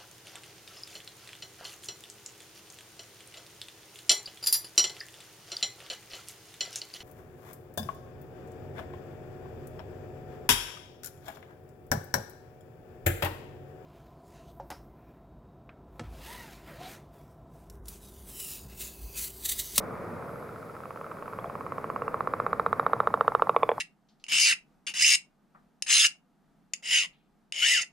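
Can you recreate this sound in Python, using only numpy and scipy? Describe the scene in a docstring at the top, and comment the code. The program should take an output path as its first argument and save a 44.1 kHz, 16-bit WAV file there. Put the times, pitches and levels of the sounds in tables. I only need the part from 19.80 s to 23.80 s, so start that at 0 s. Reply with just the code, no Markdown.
"""Distant traffic murmurs and a far frog ticks. Then a frog afloat in the pond gives one long snore:
single knocks of its larynx ring its body and swelling vocal sacs, growing louder and slower, then
sagging in pitch. The far frog stops early, as a soft plop sounds; a neighbour ticks along near the end.
Reeds scatter each knock, the banks echo it, and a camera's lens motor whines faintly now and then."""
import sys
import numpy as np
from scipy import signal
from scipy.fft import rfft, irfft
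from scipy.io import wavfile
from scipy.ndimage import uniform_filter1d

SR = 44100
rng = np.random.default_rng(int(sys.argv[2]) if len(sys.argv) > 2 else 0)


def bounce(signal):
    """Save signal as a 16-bit WAV file at the path given by the first command-line argument."""
    frames = np.transpose(np.atleast_2d(signal))
    limited = np.clip(frames, -1, 1)
    pcm = np.round(limited * 32767).astype(np.int16)
    wavfile.write(sys.argv[1], SR, pcm)


N = 176400  # 4 seconds


def from_db(db):
    """Turn decibels into a number to multiply a sound by."""
    return 10 ** (np.asarray(db) / 20)


def look_up(table, where):
    """Find a place in a table's first column and read the others, gliding between rows."""
    first, *columns = np.array(table).T
    return [np.interp(where, first, column) for column in columns]


def set_level(sound, db):
    """Scale a sound to an average (rms) level in dB."""
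    return sound / np.sqrt(np.mean(sound ** 2)) * from_db(db)


def wander(rate_hz):
    """A smooth random curve that strays about 1 either side of zero."""
    hold = int(SR / rate_hz)
    steps = np.repeat(rng.standard_normal(N // hold + 1), hold)
    return 1.1 * uniform_filter1d(uniform_filter1d(steps, hold), hold)[:N]


def stereo(shared, difference):
    """Add a difference for the left ear and take it away for the right."""
    return np.array([shared + difference, shared - difference])


def add(out, start_s, sound):
    """Mix a stereo sound in at a given time."""
    i = int(start_s * SR)
    out[:, i:i + sound.shape[1]] += sound[:, :max(N - i, 0)]


# The tone of the background. Each row: frequency in Hz, relative level in dB.
MURMUR_TONE = [(20, -78.5), (42, -87.5), (65, -81), (100, -69), (170, -67), (250, -71.5), (380, -72),
               (450, -67.5), (570, -68.5), (720, -75), (900, -75), (1300, -74), (1650, -85), (2300, -89.5),
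               (2900, -105), (4400, -107), (5000, -105), (5600, -109.5), (8300, -110), (10500, -105.5),
               (15500, -111.5)]
# Its stereo width. Each row: frequency in Hz, the ears' difference against what they share in dB.
MURMUR_WIDTH = [(30, 0), (70, -20), (170, -12.5), (500, -11), (1300, -10.5), (2300, -6), (5000, -11.5),
                (11000, -6.5), (15000, -14)]

def traffic_and_pond(swell_db=3, flicker_db=0.8):
    """Distant traffic and pond murmur over a thin hiss: low bands swell together and flicker alone."""
    octaves = np.log2(np.fft.rfftfreq(N, 1 / SR) + 1)
    tone_db, = look_up([(np.log2(hz), db) for hz, db in MURMUR_TONE], octaves)
    width_db, = look_up([(np.log2(hz), db) for hz, db in MURMUR_WIDTH], octaves)
    shared, difference = rfft(rng.standard_normal((2, N)))
    spectrum = from_db(tone_db) * stereo(shared, from_db(width_db) * difference)
    swell = swell_db * wander(rate_hz=1.57)
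    out = np.zeros((2, N))
    for octave in range(4, 16):
        band = irfft(spectrum * np.maximum(1 - abs(octaves - octave), 0), N)
        if 2 ** octave < 3000:  # the hiss in higher bands stays steady
            band *= from_db(swell + flicker_db * wander(rate_hz=14))
        out += band
    return set_level(out, db=-40.5)


# When the lens motor runs. Each row: start in seconds, end in seconds.
MOTOR_TIMES = [(.475, .668), (1.478, 1.655), (2.972, 3.145), (3.97, 4.0)]
# The tones of its whine. Each row: frequency in Hz, level in dB.
MOTOR_TONES = [(10562, -87), (10864, -85), (11337, -84), (11579, -72.5)]

def lens_motor():
    """A tiny motor whines in thin, high tones as it switches on and off."""
    t = np.arange(N) / SR
    running = sum(1. * ((t > start) & (t < end)) for start, end in MOTOR_TIMES)
    whine = sum(from_db(db) * np.sqrt(2) * np.sin(2 * np.pi * hz * t) for hz, db in MOTOR_TONES)
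    return whine * uniform_filter1d(running, size=300)  # soften the switching


def plop(peak_s=1.655, fade_s=0.03, pitch_hz=690, width_hz=150):
    """A short, soft, hollow sound from across the water: a puff of narrow-band noise."""
    f, t = np.fft.rfftfreq(N, 1 / SR), np.arange(N) / SR
    band = np.exp(-((f - pitch_hz) / width_hz) ** 2)
    ring = irfft(rfft(rng.standard_normal(N)) * band, N)
    return set_level(ring, db=-39) * np.exp(-((t - peak_s) / fade_s) ** 2)


def echoes(sound, fade_s, db, spread, delay_s=0.00379):
    """Countless reflections, a little different in each ear, that die away by 60 dB in fade_s."""
    t = np.arange(SR // 2) / SR
    shared, difference = rng.standard_normal((2, len(t)))
    fade = np.exp(-np.log(1000) * t / fade_s) * (t > delay_s)
    tail = stereo(shared, spread * difference) * fade
    tail *= from_db(db) / np.sqrt(np.sum(tail ** 2) / 2)
    return signal.fftconvolve(sound, tail, axes=1)[:, :N]


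def reeds_and_banks(sound, dull_hz=4500):
    """Reeds close by scatter a sound briefly; the banks return a longer echo with little treble."""
    reeds = echoes(sound, fade_s=0.024, db=-13, spread=0.12)
    dulled = signal.sosfilt(signal.butter(2, dull_hz, fs=SR, output="sos"), sound)
    banks = echoes(dulled, fade_s=0.55, db=-19.5, spread=0.28)
    return reeds + banks


def knock(resonances, db, notch_hz=None, edge=(), size=4096):
    """One push of the larynx sets off resonances: the pitches at which a frog naturally rings."""
    f = np.fft.rfftfreq(size, 1 / SR)

    def peak(hz, width, level_db, steepness=1.9):
        """The power of one resonance, falling away on both sides of its pitch."""
        return from_db(level_db) ** 2 / (1 + (2 * (f - hz) / width) ** 2) ** steepness

    power = sum(peak(hz, width, stereo(level, pan / 2)[:, None]) for hz, width, level, pan in resonances)
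    top_hz = 1.073 * max(hz for hz, *_ in resonances)
    power /= 1 + (f / top_hz) ** 40  # the push is too soft to ring much higher
    power += sum(peak(*row) for row in edge)
    snap = from_db(-70) ** 2 / (1 + (f / 9000) ** 2)  # a faint, broad click
    gain = np.sqrt(power + snap)
    gain /= np.sqrt(1 + (449 / (f + 40)) ** 12)  # a small body gives off little bass
    if notch_hz is not None:  # a dip 16.5 dB deep and 475 Hz wide
        gain *= from_db(-16.5 / (1 + (2 * (f - notch_hz) / 475) ** 2))
    # Turn this tone shape into a sound that starts sharply and rings out (minimum phase).
    cepstrum = irfft(np.log(gain))
    cepstrum[:, 1:size // 2] *= 2
    cepstrum[:, size // 2 + 1:] = 0
    ring = irfft(np.exp(rfft(cepstrum)))
    energy = np.sum(ring.mean(axis=0) ** 2)
    return ring * from_db(db) / np.sqrt(energy / (0.005 * SR))  # as much energy as 5 ms at this level


# The far frog's ticks, then its two last knocks. 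Each row: start in seconds, level in dB before any boost.
FAR_FROG_TICKS = [(0.153, -45.5), (0.235, -55), (0.35, -52), (0.4248, -42.5), (0.4925, -43.5), (0.558, -44),
                  (0.6255, -42), (0.691, -42), (0.7599, -41.5), (0.8278, -42), (0.897, -43), (0.966, -42),
                  (1.0354, -41.5), (1.1735, -40), (1.2436, -41.5), (1.3138, -38.5), (1.3857, -42),
                  (1.458, -41), (1.5273, -43)]
FAR_LAST_KNOCKS = [(1.596, -44), (1.657, -44)]
# How each kind rings. Each row: pitch in Hz, width in Hz, relative level in dB, left minus right in dB.
FAR_TICK_RING = [(1320, 240, 13, -1.5), (590, 400, -22, 3), (2330, 870, -17, 0), (3880, 560, -25, 0)]
FAR_LAST_RING = [(1150, 440, -7, -1), (650, 280, 1, -1), (3340, 330, -15, 0)]

def far_frog(tick_boost_db=2):
    """A far frog ticks at the start and ends on two ringing knocks."""
    out = np.zeros((2, N))
    for start, db in FAR_FROG_TICKS:
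        add(out, start, knock(FAR_TICK_RING, db + tick_boost_db))
    for start, db in FAR_LAST_KNOCKS:
        add(out, start, knock(FAR_LAST_RING, db))
    return out


# The neighbour's ticks. Each row: start in seconds, level in dB before trim_db is added.
NEIGHBOUR_CALL = [(2.9646, -39), (3.0291, -33.5), (3.0975, -34), (3.165, -32.5), (3.2327, -34.5),
                  (3.3038, -34), (3.374, -31.5), (3.4475, -32.5), (3.52, -26.5), (3.596, -25.5),
                  (3.6707, -26.5), (3.7466, -30), (3.825, -28), (3.903, -28), (3.9803, -26)]
# How it rings. Each row: full pitch in Hz, width in Hz, relative level in dB, left minus right in dB.
NEIGHBOUR_RING = [(1190, 280, 1, -0.9), (890, 260, 1.5, -0.9), (2050, 900, -20.5, 0.14)]
# How its pitch bends. Each row: time in seconds, share of full pitch.
NEIGHBOUR_BEND = [(3.45, 0.85), (3.52, 1), (3.6, 1.0), (3.67, 0.92), (3.747, 0.86), (3.903, 0.85),
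                  (3.98, 0.91)]

def neighbour_frog(trim_db=-1):
    """Another frog joins in late, its ticks briefly rising in pitch."""
    out = np.zeros((2, N))
    for start, db in NEIGHBOUR_CALL:
        bend, = look_up(NEIGHBOUR_BEND, start)
        resonances = [(hz * bend, width, level, pan) for hz, width, level, pan in NEIGHBOUR_RING]
        add(out, start, knock(resonances, db + trim_db))
    return out


# The knocks of the near frog's snore. Each row: start in seconds, level in dB.
SNORE_KNOCKS = [(0.952, -42), (1.0042, -39), (1.0558, -37), (1.1068, -35.5), (1.16, -37.5), (1.2126, -35),
                (1.2653, -38.5), (1.3176, -35.5), (1.37, -41), (1.4245, -34.5), (1.4797, -34.5),
                (1.5338, -35), (1.5879, -31), (1.6434, -31.5), (1.6981, -33.5), (1.7535, -31),
                (1.8088, -32), (1.865, -32), (1.9215, -29), (1.982, -28.5), (2.0425, -28), (2.1007, -26.5),
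                (2.1616, -25.5), (2.2202, -26), (2.2798, -24), (2.343, -23), (2.4067, -22), (2.4733, -22),
                (2.537, -21), (2.6004, -21), (2.6648, -20.5), (2.7305, -19), (2.7967, -18.5),
                (2.8631, -17.5), (2.929, -17.5), (2.9965, -17), (3.0647, -16.5), (3.1331, -16),
                (3.2029, -15.5), (3.2726, -16), (3.3405, -15.5), (3.4096, -14.5), (3.4796, -14),
                (3.55, -14), (3.6214, -13.5), (3.6943, -14.3), (3.7637, -13.5), (3.8317, -14),
                (3.8914, -15.5), (3.9164, -20.5)]
# Its body's low ring.
# Each row: pitch in Hz, starting width in Hz, relative level in dB, left minus right in dB.
BODY_RING = [(474.4, 118, 0, 0), (605, 550, -7, -3.5), (1004, 616, -5, -2.5)]
# Its vocal sacs' ring.
# Each row: multiple of the sac pitch, starting width in Hz, relative level in dB, left minus right in dB.
SAC_RING = [(1.0, 220, 2, -3.5), (1.138, 197, -4.5, -5), (1.42, 700, -20.5, 3.5)]
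# The sacs through the call. Each row: time in seconds, sac pitch in Hz, dB added to the body's ring.
SAC_CHANGES = [(1.0, 1143, -0.5), (2.0, 1108, -2), (2.7, 1184, -3.5), (3.3, 1184, -2.5), (3.69, 1173, -2),
               (3.765, 1128, 0), (3.832, 1070, 0), (3.892, 1030, 1.5), (3.918, 980, 17)]
# Two overtones of the throat.
# Each row: time in seconds, the lower one's pitch in Hz and relative level in dB, the same for the upper.
THROAT_OVERTONES = [(1.1, 2450, -19, 3040, -28), (1.9, 2280, -20.5, 3080, -33),
                    (2.28, 2200, -21.5, 2700, -19.5), (2.343, 2330, -25.5, 3970, -37.5),
                    (2.9, 2282, -22.5, 3840, -32), (3.3, 2440, -22, 3730, -30.5),
                    (3.55, 2840, -33, 3710, -31.5), (3.695, 2500, -26, 3720, -32.5),
                    (3.765, 2240, -18, 3540, -27), (3.832, 2300, -15.5, 3480, -22.5),
                    (3.892, 2300, -19, 3320, -22), (3.918, 2280, -22, 3450, -14)]
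# A dip in the tone that sinks as the sacs swell. Each row: time in seconds, frequency in Hz.
SINKING_NOTCH = [(1.9, 3650), (2.28, 3200), (2.73, 2920), (3.2, 2590), (3.5, 2230), (3.62, 1930),
                 (3.765, 1570), (3.832, 1520), (3.892, 1220)]
# Faint high rings that give a knock its edge. Each row: pitch in Hz, width in Hz, relative level in dB.
BRIGHT_EDGE = [(4400, 750, -51.5), (9600, 620, -53), (13300, 1100, -62)]

def near_frog(sac_jitter=0.0083, filling_s=(3.67, 3.88), full_edge_db=-12, throat_pan_db=2.5):
    """Each knock of the larynx rings body, sacs and throat as they are tuned at that moment."""
    out = np.zeros((2, N))
    for start, db in SNORE_KNOCKS:
        sac_hz, body_db = look_up(SAC_CHANGES, start)
        sac_hz *= 1 + sac_jitter * rng.standard_normal()
        lower_hz, lower_db, upper_hz, upper_db = look_up(THROAT_OVERTONES, start)
        notch_hz, = look_up(SINKING_NOTCH, start)
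        # As the sacs fill, the resonances narrow and ring longer, and the knocks lose their edge.
        fullness = np.interp(start, filling_s, [0, 1])
        narrowing, throat_narrowing = 0.84 ** fullness, 0.57 ** fullness
        body = [(hz, width * narrowing, level + body_db, pan) for hz, width, level, pan in BODY_RING]
        sacs = [(ratio * sac_hz, width * narrowing, level, pan) for ratio, width, level, pan in SAC_RING]
        throat = [(lower_hz, 490 * throat_narrowing, lower_db, throat_pan_db),
                  (upper_hz, 210 * throat_narrowing, upper_db, throat_pan_db)]
        edge = [(hz, width, level + full_edge_db * fullness) for hz, width, level in BRIGHT_EDGE]
        add(out, start, knock(body + sacs + throat, db, notch_hz, edge))
    return out


def scene():
    """Three frogs and their echoes over the background."""
    frogs = far_frog() + neighbour_frog() + near_frog()
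    reflections = reeds_and_banks(frogs)
    background = traffic_and_pond() + lens_motor() + plop()
    return background + reflections + frogs


def record(dry, top_hz=15900):
    """The camera cuts off the highest treble."""
    return signal.sosfilt(signal.ellip(10, .1, 70, top_hz, fs=SR, output="sos"), dry)


dry = scene()
out = record(dry)
bounce(out)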